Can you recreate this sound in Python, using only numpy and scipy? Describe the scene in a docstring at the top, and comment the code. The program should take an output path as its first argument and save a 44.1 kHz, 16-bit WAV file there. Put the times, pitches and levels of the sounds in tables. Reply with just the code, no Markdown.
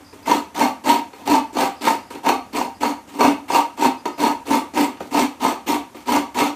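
"""A half coconut is rasped over a toothed steel blade fixed to a wooden stool, in a bare kitchen.
A stroke is just ending; the shell rubs lightly and knocks as it is set back, and a faint insect chirps at times.
Then come three strokes and a turn, over and over: tearing flesh gives dense tiny jolts that ring stool and blade
and hiss in the air; now and then a tooth bites hard, cracks and thuds in the hollow shell.
Sparse echoes of the hard walls carry every stroke on, over a steady low hum and hiss."""
import sys
import numpy as np
from scipy import signal
from scipy.fft import rfft
from scipy.io import wavfile
from scipy.ndimage import uniform_filter1d

SR = 44100
rng = np.random.default_rng(int(sys.argv[2]) if len(sys.argv) > 2 else 0)


def nominal_scale(level):
    """Amplitude ratio for a level in decibels (scalar or array-like)."""
    x = np.asarray(level, float) / 20
    return 10 ** x


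def generate_wav(signal):
    """Clip the signal to [-1, 1] and save it as 16-bit WAV at the path in sys.argv[1]."""
    frames = np.transpose(np.atleast_2d(signal))
    scaled = np.clip(frames, -1, 1) * 32767
    pcm = np.round(scaled).astype(np.int16)
    wavfile.write(sys.argv[1], SR, pcm)


N = 288855


def evened(x):
    """Scales to rms 1."""
    return x / np.sqrt(np.mean(x ** 2) + 1e-20)


def read(points, hz):
    """Reads a spectrum table at the given frequencies, linear in log frequency."""
    table_hz, value = np.transpose(points)
    return np.interp(np.log(hz + 1), np.log(table_hz + 1), value)


def ring(hz, db, t60_s):
    """One dying mode; its energy does not depend on how long it rings."""
    t = np.arange(SR // 4) / SR
    wave = nominal_scale(-60 * t / max(t60_s, 0.004)) * np.sin(2 * np.pi * hz * t)
    return nominal_scale(db) * wave / np.linalg.norm(wave)


def colour(points):
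    """Causal (minimum-phase) impulse response of energy 1 with the given spectrum."""
    hz = abs(np.fft.fftfreq(2048, 1 / SR))
    log_gain = np.log(nominal_scale(read(points, hz)))
    taps = np.fft.ifft(np.exp(np.conj(signal.hilbert(log_gain)))).real
    return taps / np.linalg.norm(taps)


# modes of stool, blade and shell: (frequency [Hz], relative energy level [dB], t60 [s], 0.004 at least)
BODY_MODES = [(204, -37, 0.091), (259.8, 0, 0.22), (289, 4, 0.11), (334, -8, 0.029), (377, -9, 0.08),
              (440, -16, .07), (457, -29, 0.06), (510, -34, 0.26), (684, -16, 0.18), (718, -13.5, 0.29),
              (786, -6, 0.25), (877, -4.5, 0.047), (903.4, 0, 0.092), (942.3, 3.5, 0.1),
              (1013.5, -13, 0.18), (1150, -9, 0.31), (1255, -17, 0.44), (1480, -15, 0.0093),
              (2060, -20.5, 0.089), (2163, -17.5, 0.057), (2300, -19, 0.076), (2574, -17, 0.089),
              (2725, -15.5, 0.021), (3520, -20.5, 0.0092), (4338, -15, 0.027), (5770, -18.5, 0.0023)]
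# spectrum of tearing fibres: (frequency [Hz], relative density [dB per Hz])
HISS_SPECTRUM = [(760, -27), (1300, 6), (1360, -6.5), (1790, -3.5), (2120, -0.5), (3980, -7.5),
                 (4330, -6.5), (5110, -10.5), (8230, -11), (11100, -19), (14100, -18.5), (15500, -25)]
SHELL_HZ, SHELL_T60_S = 417.4, 0.011  # the hollow of the shell
SLAB_HZ, SLAB_DB, SLAB_T60_S = 90, -31.5, 0.058  # stool legs thump faintly on the floor slab
RADIATES_ABOVE_HZ = 237.7  # small parts push little air below this
TEARS_PER_S, FINE_TEARS_PER_S = 3000, 9000


def grating():
    """Strokes, bites and knocks drive one body; the tearing also hisses straight into the air."""
    blade_drive, hiss_drive, stool_drive = pressure()
    pushes, cracks, thuds, ticks = jolts()
    blade = blade_drive * tears(TEARS_PER_S) + pushes
    stool = stool_drive * tears(TEARS_PER_S)
    hiss = hiss_drive * fine_tears(FINE_TEARS_PER_S) + cracks

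    low_modes = sum(ring(*mode) for mode in BODY_MODES if mode[0] <= 600)
    high_modes = sum(ring(*mode) for mode in BODY_MODES if mode[0] > 600)
    layers = [
        (stool, low_modes / np.linalg.norm(low_modes)),
        (blade, high_modes / np.linalg.norm(high_modes)),
        (thuds, ring(SHELL_HZ, 0, SHELL_T60_S)),
        (hiss, colour(HISS_SPECTRUM)),
    ]
    sound = ticks + sum(signal.oaconvolve(drive, taps)[:N] for drive, taps in layers)
    radiation = signal.butter(4, RADIATES_ABOVE_HZ, "high", fs=SR, output="sos")
    slab = signal.oaconvolve(stool + thuds, ring(SLAB_HZ, SLAB_DB, SLAB_T60_S))[:N]
    return slab + signal.sosfilt(radiation, sound)


# strokes down the blade: (start [s], rise to full pressure [s], release [s], force on the blade [dB],
# first touch below it [dB], tearing hiss relative to force [dB], weight on the stool relative to force [dB])
STROKES = [(.253,0.05,0.096,-16,24,-7.5,-0.5), (.541,0.078,0.076,-13,23,-10,-5),
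           (.836,0.066,0.087,-13.5,21,-9.5,-2), (1.253,0.078,0.061,-12,22,-10.5,-.8),
           (1.526,.1,0.056,-14.5,25,-8.5,-3), (1.806,0.081,0.066,-15,16,-9,-6),
           (2.228,0.049,.082,-15,21,-13.5,-4), (2.524,0.052,0.086,-17,23,-9,-0.5),
           (2.801,0.038,0.087,-17,21,-8,-2), (3.187,.069,.067,-11,13,-14,-2.5),
           (3.478,0.09,0.052,-11,26,-12,-9.5), (3.767,0.09,.03,-15,25,-7,-3.5),
           (4.174,0.073,0.08,-13,22.5,-11,-2.5), (4.451,0.09,0.067,-17,26,-6.5,.6),
           (4.732,.066,.074,-15.5,23,-8,1), (5.106,.088,0.066,-14.5,23,-7.5,0.1),
           (5.394,.061,.08,-14.5,23,-10,-2.5), (5.659,0.046,0.08,-17,24,-6.5,2),
           (6.056,.095,0.054,-14.5,22.6,-7,-2.5), (6.342,0.063,0.092,-13,18,-9.5,-3.5)]
# rows blade, hiss, stool: (share of the swell followed [ratio], level below full pressure at lift-off [dB])
STROKE_DEPTHS = [(0.97, 13.5), (0.71, 13), (0.67, 15)]
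# short contacts between strokes: the end of an earlier stroke at 0.0, light rubs, the body of a knock at 4.053:
# (start [s], length [s], force [dB], hiss relative to force [dB], weight on the stool relative to force [dB])
SHORT_CONTACTS = [(0.0, 0.022, -40, -7, 1), (.128, 0.13, -51.5, 3.5, 9), (.215, 0.051, -45, -11, 4),
                  (1.13, 0.13, -47.5, 2, -8), (1.19, 0.1, -36.5, -20, -5), (2.101, .085, -31, -5.5, -3),
                  (3.073, 0.14, -44.5, 2.5, 9), (3.136, 0.16, -32, -11.5, -3.5),
                  (4.053, 0.034, -21, -9.5, -7), (4.999, 0.077, -38, -2, 5), (5.945, 0.085, -41, 0, 5)]
RISE_POWER, RELEASE_POWER = 2.03, 1.52
TOUCH_S, LIFT_S = 0.0055, 0.019
CONTACT_FADE_DB = 10


def pressure():
    """Drives of blade, hiss and stool: strokes touch, swell and release; short contacts touch and fade."""
    t = np.arange(N) / SR
    drives = np.zeros((3, N))
    share, lift_db = np.transpose(STROKE_DEPTHS)[:, :, None]

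    def press(start_s, length_s, levels_db, below_db):
        end_s = length_s + LIFT_S
        on = slice(round(start_s * SR), round((start_s + end_s) * SR))
        u = t[on] - start_s
        edges = np.clip(u / TOUCH_S, 0, 1) * np.clip((end_s - u) / LIFT_S, 0, 1)
        drives[:, on] += edges * nominal_scale(np.array(levels_db)[:, None] - below_db(u))

    for start_s, rise_s, release_s, db, touch_db, hiss_db, stool_db in STROKES:
        def below_full_db(u):
            swell = share * touch_db * np.clip(1 - u / rise_s, 0, 1) ** RISE_POWER
            return swell + lift_db * np.clip((u - rise_s) / release_s, 0, 2) ** RELEASE_POWER
        press(start_s, rise_s + release_s, [db, db + hiss_db, db + stool_db], below_full_db)
    for start_s, length_s, db, hiss_db, stool_db in SHORT_CONTACTS:
        press(start_s, length_s, [db, db + hiss_db, db + stool_db], lambda u: CONTACT_FADE_DB * u / length_s)
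    return drives


TEAR_SPREAD_DB, FLUTTER_DB = 2.5, 2.5


def tears(per_s):
    """Dense jolts of random sign and size, coming in clumps as the teeth bite and slip."""
    size = nominal_scale(TEAR_SPREAD_DB * np.minimum(rng.exponential(1, N), 4))
    sign = np.sign(rng.standard_normal(N))
    clumps = evened(uniform_filter1d(uniform_filter1d(rng.standard_normal(N), 160), 160))
    happens = rng.random(N) < per_s / SR
    return evened(size * sign * happens * nominal_scale(FLUTTER_DB * clumps))


COLOUR_PATCH_DB = 2.5


def fine_tears(per_s):
    """Finer tearing hiss whose colour varies at random in small patches of time and frequency."""
    z = signal.stft(tears(per_s), nperseg=256, noverlap=192)[2]
    patches = rng.standard_normal(z.shape[::-1]).T
    patches = evened(uniform_filter1d(uniform_filter1d(patches, 6, 0), 10, 1))
    patchy = signal.istft(z * nominal_scale(COLOUR_PATCH_DB * patches), nperseg=256, noverlap=192)[1]
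    return evened(patchy[:N])


def sized(grit, shape, hz):
    """Scales a grainy contact so that its strength near hz is what its shape promises."""
    near = abs(np.fft.rfftfreq(len(grit), 1 / SR) / hz - 1) < 0.2
    return grit * np.linalg.norm(shape) / np.sqrt(np.mean(abs(rfft(grit)[near]) ** 2))


# teeth catching hard within a stroke: (time [s], push on the blade [dB], crack of fibres [dB])
BITES = [(0.274, -15, -45), (0.312, -2.5, -26), (0.607, -10, -38), (0.868, -14.5, -31), (0.896, -14, -30),
         (1.275, -15, -20.5), (1.335, -11.5, -29), (1.566, -12.5, -40), (1.868, -5.5, -22),
         (2.265, -9.5, -33), (2.283, -14, -19.5), (2.289, -5, -11), (2.296, -10.5, -23.5), (2.83, -7, -33),
         (3.196, -14, -30), (3.206, -5, -22), (3.238, -8.5, -38), (3.5, -11.5, -45), (3.546, -4.5, -17),
         (3.821, -9, -28), (3.855, -6.5, -30), (4.19, -18.5, -40), (4.236, -16, -25), (4.507, -11, -40),
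         (4.771, -15.5, -31), (5.143, -12.5, -35), (5.172, -13.5, -24), (5.447, -9.5, -43),
         (5.713, -19, -28), (6.087, -10.5, -30.5), (6.162, -11, -15), (6.402, -13, -22)]
# the shell set back on the blade: (time [s], push on the blade [dB], crack [dB], hollow thud [dB])
KNOCKS = [(0.128, -43, -40, -32), (1.132, -33, -34.5, -32), (2.107, -30, -40, -27),
          (2.154, -30, -31, -25.5), (4.054, -13.5, -22, -16.5), (4.971, -42, -34, -51),
          (5.004, -30, -37, -21), (5.946, -37, -36, -29.5)]
BITE_THUD_DB = -9.5  # the hollow shell answers each bite, relative to the push
PUSH_RISE_S, CRACK_RISE_S = 0.0039, 0.0014
TICK_HZ, TICK_DB, TICK_DECAY_S, TICK_RISE_S = 2470, 0.5, 0.0012, 0.00043  # level relative to the crack
KNOCK_DULL_HZ = 4500  # a knock cracks duller than a bite
BLADE_HZ = 950  # where the blade rings most


def jolts():
    """Grainy contacts of a few ms: each pushes the blade, cracks, thuds in the shell and ticks a tooth."""
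    events = KNOCKS + [(s, db, crack_db, db + BITE_THUD_DB) for s, db, crack_db in BITES]
    u = np.arange(800) / SR
    push, crack = ((u / rise_s * np.exp(1 - u / rise_s)) ** 2 for rise_s in (PUSH_RISE_S, CRACK_RISE_S))
    tick = nominal_scale(TICK_DB) * np.sin(2 * np.pi * TICK_HZ * u)
    tick *= np.exp(-u / TICK_DECAY_S) * (1 - np.exp(-u / TICK_RISE_S))
    dull = signal.butter(4, KNOCK_DULL_HZ, fs=SR, output="sos")
    pushes, cracks, thuds, ticks = np.zeros((4, N))
    for i, (s, push_db, crack_db, thud_db) in enumerate(events):
        push_noise, crack_noise = rng.standard_normal((2, 800))
        if i < len(KNOCKS):
            crack_noise = signal.sosfilt(dull, crack_noise)
        span = slice(round(s * SR), round(s * SR) + 800)
        pushes[span] += nominal_scale(push_db) * sized(push_noise * push, push, BLADE_HZ)
        thuds[span] += nominal_scale(thud_db) * sized(push_noise * push, push, SHELL_HZ)
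        cracks[span] += nominal_scale(crack_db) * crack_noise * crack
        ticks[span] += nominal_scale(crack_db) * tick
    return pushes, cracks, thuds, ticks


# decay of the echoes: (frequency [Hz], t60 [s])
WALL_DECAY = [(150, 0.33), (300, 0.29), (600, 0.31), (1040, 0.28), (2760, 0.33), (7280, 0.26),
              (14000, 0.24)]
TAIL_STEPS_PER_S = 47


def walls(x, count=8):
    """Sparse random echoes, dying band by band; several tails crossfade in turn, evening out the room's colour."""
    out = np.zeros(N)
    turn = np.arange(N) / SR * TAIL_STEPS_PER_S % count
    for k in range(count):
        taps = np.zeros(SR // 2)
        at = np.arange(160, SR // 2 - 20, 20)
        taps[at + rng.integers(0, 20, len(at))] = rng.choice([-1., 1.], len(at))
        hz, t, z = signal.stft(taps, SR, nperseg=256)
        decay_db = -60 * t / read(WALL_DECAY, hz)[:, None]
        tail = signal.istft(z * nominal_scale(decay_db), SR, nperseg=256)[1]
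        away = np.minimum(abs(turn - k), count - abs(turn - k))
        share = np.cos(np.pi / 2 * np.minimum(away, 1))  # equal-power crossfade
        out += signal.oaconvolve(x * share, tail / np.linalg.norm(tail))[:N]
    return out


# insect chirps: (start [s], length [s], level [dB])
CHIRPS = [(0.037, 0.11, -56), (0.227, 0.031, -55), (1.76, 0.073, -55), (1.98, 0.14, -60),
          (2.744, 0.047, -59), (3.97, .06, -58), (4.12, 0.094, -56)]
CHIRP_HZ, CHIRP_POLE_WIDTH_HZ, CHIRP_BEATS_PER_S = 4900, 600, 60


def insect():
    """Noise through two equal resonant poles makes a fuzzy high band, throbbing, in short chirps."""
    t = np.arange(N) / SR
    level = np.zeros(N)
    for s, length_s, db in CHIRPS:
        level += nominal_scale(db) * np.clip(4 * (1 - abs(2 * (t - s) / length_s - 1)), 0, 1)
    r = np.exp(-np.pi * CHIRP_POLE_WIDTH_HZ / SR)
    noise = rng.standard_normal(N) + 1j * rng.standard_normal(N)
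    fuzz = signal.lfilter([1], np.convolve([1, -r], [1, -r]), noise)
    band = evened((fuzz * np.exp(2j * np.pi * CHIRP_HZ * t)).real)
    throb = 1 + 0.27 * np.cos(2 * np.pi * CHIRP_BEATS_PER_S * t)
    return level * throb * band


# quiet of the house: (frequency [Hz], relative density [dB per Hz])
AIR_SPECTRUM = [(15, -35), (25, -28), (86, 3), (140, -8), (267, 2), (399, -5), (1140, -8.5), (3720, -21),
                (5010, -22), (6050, -19.5), (12500, -26.5), (15500, -41)]
AIR_DB, AIR_PATCH_DB = -48, 0.96


def air():
    """Steady low hum and hiss: random spectra, drifting in small patches of time and frequency."""
    hz = np.fft.rfftfreq(2048, 1 / SR)
    real, imag, patches = rng.standard_normal((N // 512 + 5, 1025, 3)).T
    patches = evened(uniform_filter1d(uniform_filter1d(patches, 12, 0), 8, 1))
    z = (real + 1j * imag) * nominal_scale(read(AIR_SPECTRUM, hz)[:, None] + AIR_PATCH_DB * patches)
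    return nominal_scale(AIR_DB) * evened(signal.istft(z, nperseg=2048, noverlap=1536)[1][:N])


DIRECT_DB, WALLS_DB = -3.5, -7


def scene():
    """Grater, its echoes, insect and quiet, in one channel."""
    near = grating()
    mix = nominal_scale(DIRECT_DB) * near + nominal_scale(WALLS_DB) * walls(near) + insect() + air()
    return mix[None]


def top_cut(x):
    """Nothing passes above the cut-off."""
    return signal.sosfilt(signal.butter(12, 15710, fs=SR, output="sos"), x)


CAPSULE_HZ, CAPSULE_WIDTH_HZ, CAPSULE_DB = 14050, 800, 7.0
VENT_HZ, EDGE_HZ = 48, 15280
CEILING = 0.95  # of full scale


def record(dry):
    """The small capsule rings near the top of its band; peaks round off below full scale; treble is cut."""
    resonance = signal.lfilter(*signal.iirpeak(CAPSULE_HZ, CAPSULE_HZ / CAPSULE_WIDTH_HZ, SR), dry)
    # the capsule's vent lets the deepest bass escape
    vent = signal.butter(2, VENT_HZ, "high", fs=SR, output="sos")
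    x = signal.sosfilt(vent, dry + (nominal_scale(CAPSULE_DB) - 1) * resonance) / CEILING
    rounded = CEILING * x / (1 + x ** 4) ** 0.25
    taps = signal.firwin(511, EDGE_HZ, window=("kaiser", 9), fs=SR)
    finished = signal.oaconvolve(rounded, taps[None], "same")
    return top_cut(finished)


dry = scene()
out = record(dry)
generate_wav(out)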